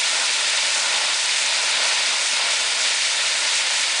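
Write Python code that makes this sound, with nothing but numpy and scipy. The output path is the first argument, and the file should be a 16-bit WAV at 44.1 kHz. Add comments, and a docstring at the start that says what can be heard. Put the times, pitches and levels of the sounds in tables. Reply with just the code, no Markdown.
"""A spinning firework wheel

The wheel burns outdoors at night. Gas rushes out of its fountains in churning jets, making a low
roar, a loud rush and a bright hiss. Metal sparks add a fine sizzle of clicks, too many to hear one
by one. Some pitches grow louder or softer on the way to the listener, and light wind rumbles on
the microphone. Both ears hear the same sound."""
import sys
import numpy as np
from scipy.fft import rfft, irfft
from scipy.io import wavfile

SR = 44100
rng = np.random.default_rng(int(sys.argv[2]) if len(sys.argv) > 2 else 0)


def dump_mix(stems):
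    """Bounce the given channels to the path in sys.argv[1] as a 16-bit WAV at rate SR."""
    frames = np.atleast_2d(stems).T  # one column per channel
    limited = np.clip(frames, -1, 1)  # hard clip at full scale
    pcm = np.round(limited * 32767).astype(np.int16)
    wavfile.write(sys.argv[1], SR, pcm)


N = 176400
TIME, HZ = np.arange(N) / SR, np.maximum(np.arange(N // 2 + 1) * SR / N, 1)

# How the jets' low roar rises and falls: time_s, change_db
ROAR_SWELLS = [(0.0, -1.5), (0.24, 2.5), (0.28, 0), (0.56, 1.4), (0.6, 0), (1.08, 3.3), (1.16, -1.7),
               (1.84, 2.7), (2.24, 1), (2.28, -2), (2.4, 2.5), (2.68, -0.4), (2.92, 1.5), (3.0, -2.5),
               (3.2, 0.5), (3.28, -2.5), (3.44, 1.5), (3.6, -1.7), (3.64, -0.5), (4.0, -0.5)]
# How the rush in the middle rises and falls: time_s, change_db
RUSH_SWELLS = [(0.0, -0.5), (0.76, 0), (0.84, -2), (0.92, 1.2), (1.24, -1.5), (1.36, 0.7), (1.4, -2),
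               (1.52, 1.2), (1.64, -0.9), (1.72, 1.5), (1.96, 0.8), (2.28, -1), (2.4, 1), (2.72, -1.1),
               (2.88, 1), (2.96, -1.4), (3.04, 1), (3.12, -1.4), (3.2, 0), (3.4, -1.6), (3.44, 0),
               (4.0, -0.8)]
# How the high hiss and the sparks rise and fall: time_s, change_db
HISS_SWELLS = [(0.0, 0), (0.68, -0.1), (0.72, -0.6), (0.8, 1.3), (0.92, -1.8), (1.24, 0), (1.28, -1.5),
               (1.4, 0.3), (1.8, -1.3), (1.88, 0.6), (2.0, -2.2), (2.08, 0), (2.16, -1.5), (2.28, 0.2),
               (2.44, -3), (2.52, 0.6), (2.76, -1.1), (2.8, 0.2), (3.28, -1.2), (3.6, 1.1), (3.64, -3),
               (3.8, 0.6), (3.88, -1.9), (4.0, -2)]
# The jets' balance of low and high pitches: pitch_hz, gain_db
JET_TONE = [(60, -45), (160, -32.5), (240, -20.5), (400, -19.5), (560, -9), (1000, -7), (1600, -5),
            (2300, -0.5), (3800, -2), (4900, -2.5), (5500, -5), (7600, -7), (9300, -9.5), (10000, -14.5)]
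# The same for a spark: pitch_hz, gain_db
SPARK_TONE = [(200, -41), (900, -15.5), (2500, -3), (5000, 0.5), (10000, -3.5)]
# Peaks and dips in the tone, probably from the ground echo and the tubes: pitch_hz, width_hz, gain_db
PEAKS_AND_DIPS = [(286, 11, 1), (345, 8.3, 1.5), (642, 60, 2), (742, 45, -4.5), (902, 83, 3.5),
                  (1180, 72, -3.5), (1416, 72, 2.5), (1636, 60, -2.5), (1806, 82, 2), (2240, 59, 1),
                  (3110, 140, -1.5), (3680, 110, 1.6), (6310, 120, 0.5), (7800, 100, 2), (8080, 150, -2)]
# The wind's balance of low and high pitches: pitch_hz, gain_db
WIND_TONE = [(10, -5), (25, -1), (60, -3.5), (120, -8.5), (250, -14), (800, -42)]
# Short puffs of wind: peak_s, rise_db
WIND_PUFFS = [(.03, 3.5), (.84, 6), (1.245, 11), (1.43, 9), (2.62, 8), (3.28, 7), (3.56, 7), (3.83, 0.5)]

ROAR_TOP_HZ, RUSH_TOP_HZ, HISS_TOP_HZ = 1606, 5230, 10120
FLUTTER_HZ, SWIRL_HZ, SWIRL_DB = 42, 8.8, .3
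SPARKS_PER_S, SPARK_SPREAD_DB, SPARK_DB = 5000, 3.0, -27.5
WIND_DB, WIND_WOBBLE_DB, PUFF_WIDTH_S = -67, 1.5, .018


def jets(colour):
    """Gas streams out of the fountains and churns, making a roar, a rush and a hiss."""
    tone = tone_curve(JET_TONE) * colour
    roar = jet_part(tone, 0, ROAR_TOP_HZ, ROAR_SWELLS, level_db=-33, flutter_db=1)
    rush = jet_part(tone, ROAR_TOP_HZ, RUSH_TOP_HZ, RUSH_SWELLS, level_db=-22.5, flutter_db=.5)
    hiss = jet_part(tone, RUSH_TOP_HZ, HISS_TOP_HZ, HISS_SWELLS, level_db=-27, flutter_db=1)
    return roar + rush + hiss


def jet_part(tone, low_hz, high_hz, swells, level_db, flutter_db):
    """One pitch range of the jet noise. The churning gas makes its loudness flutter quickly."""
    spectrum = rfft(rng.standard_normal(N)) * tone
    edges_hz = np.linspace(low_hz, high_hz, 5)
    noise = np.zeros(N)
    # Four neighbouring bands each swell a little on their own as the jets turn.
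    for bottom, top in zip(edges_hz, edges_hz[1:]):
        band = irfft(spectrum * ((HZ >= bottom) & (HZ < top)), N)
        noise += band * from_db(SWIRL_DB * drift(SWIRL_HZ))
    fluttering = unit_level(noise * from_db(flutter_db * drift(FLUTTER_HZ)))
    return fluttering * from_db(level_db + np.interp(TIME, *np.transpose(swells)))


def sparks(colour):
    """Metal grains burst as tiny clicks of uneven size, swelling with the hiss."""
    sizes = from_db(SPARK_SPREAD_DB * np.minimum(rng.exponential(1, N), 5))
    signs = rng.choice([-1, 1], N)
    clicks = sizes * signs * (rng.random(N) < SPARKS_PER_S / SR)
    sizzle = unit_level(irfft(rfft(clicks) * tone_curve(SPARK_TONE) * colour, N))
    return sizzle * from_db(SPARK_DB + np.interp(TIME, *np.transpose(HISS_SWELLS)))


def path_colour():
    """The way from wheel to listener makes some pitches louder and others softer."""
    return from_db(sum(db * bell_curve(HZ, hz, width) for hz, width, db in PEAKS_AND_DIPS))


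def wind():
    """Air brushes the microphone: a faint, uneven rumble with a few short puffs."""
    rumble = unit_level(irfft(rfft(rng.standard_normal(N)) * tone_curve(WIND_TONE), N))
    puffs_db = sum(db * bell_curve(TIME, peak_s, PUFF_WIDTH_S) for peak_s, db in WIND_PUFFS)
    return rumble * from_db(WIND_DB + puffs_db + WIND_WOBBLE_DB * drift(rate_hz=8))


def drift(rate_hz):
    """A random wobble of typical size 1, mostly slower than rate_hz."""
    return unit_level(irfft(rfft(rng.standard_normal(N)) / (1 + (HZ / rate_hz) ** 2), N))


def tone_curve(points):
    """Join (pitch_hz, gain_db) points into a multiplier for every pitch."""
    hz, db = np.transpose(points)
    return from_db(np.interp(np.log(HZ), np.log(hz), db))


def bell_curve(x, centre, width):
    """A smooth bump of height 1."""
    return np.exp(-.5 * ((x - centre) / width) ** 2)


def from_db(db):
    """Turn decibels into a multiplier."""
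    return 10 ** (np.asarray(db) / 20)


def unit_level(x):
    """Scale a signal so its average strength (rms) is 1."""
    return x / np.sqrt(np.mean(x ** 2) + 1e-20)


def scene():
    """The wheel straight ahead and the wind, the same in both ears."""
    colour = path_colour()
    return np.tile(jets(colour) + sparks(colour) + wind(), (2, 1))


def record(dry):
    """Cut away the highest pitches, above about 10 kHz."""
    treble_cut = np.clip((HISS_TOP_HZ + 80 - HZ) / 250, 0, 1) ** 2
    return irfft(rfft(dry) * treble_cut, N)


dry = scene()
out = record(dry)
dump_mix(out)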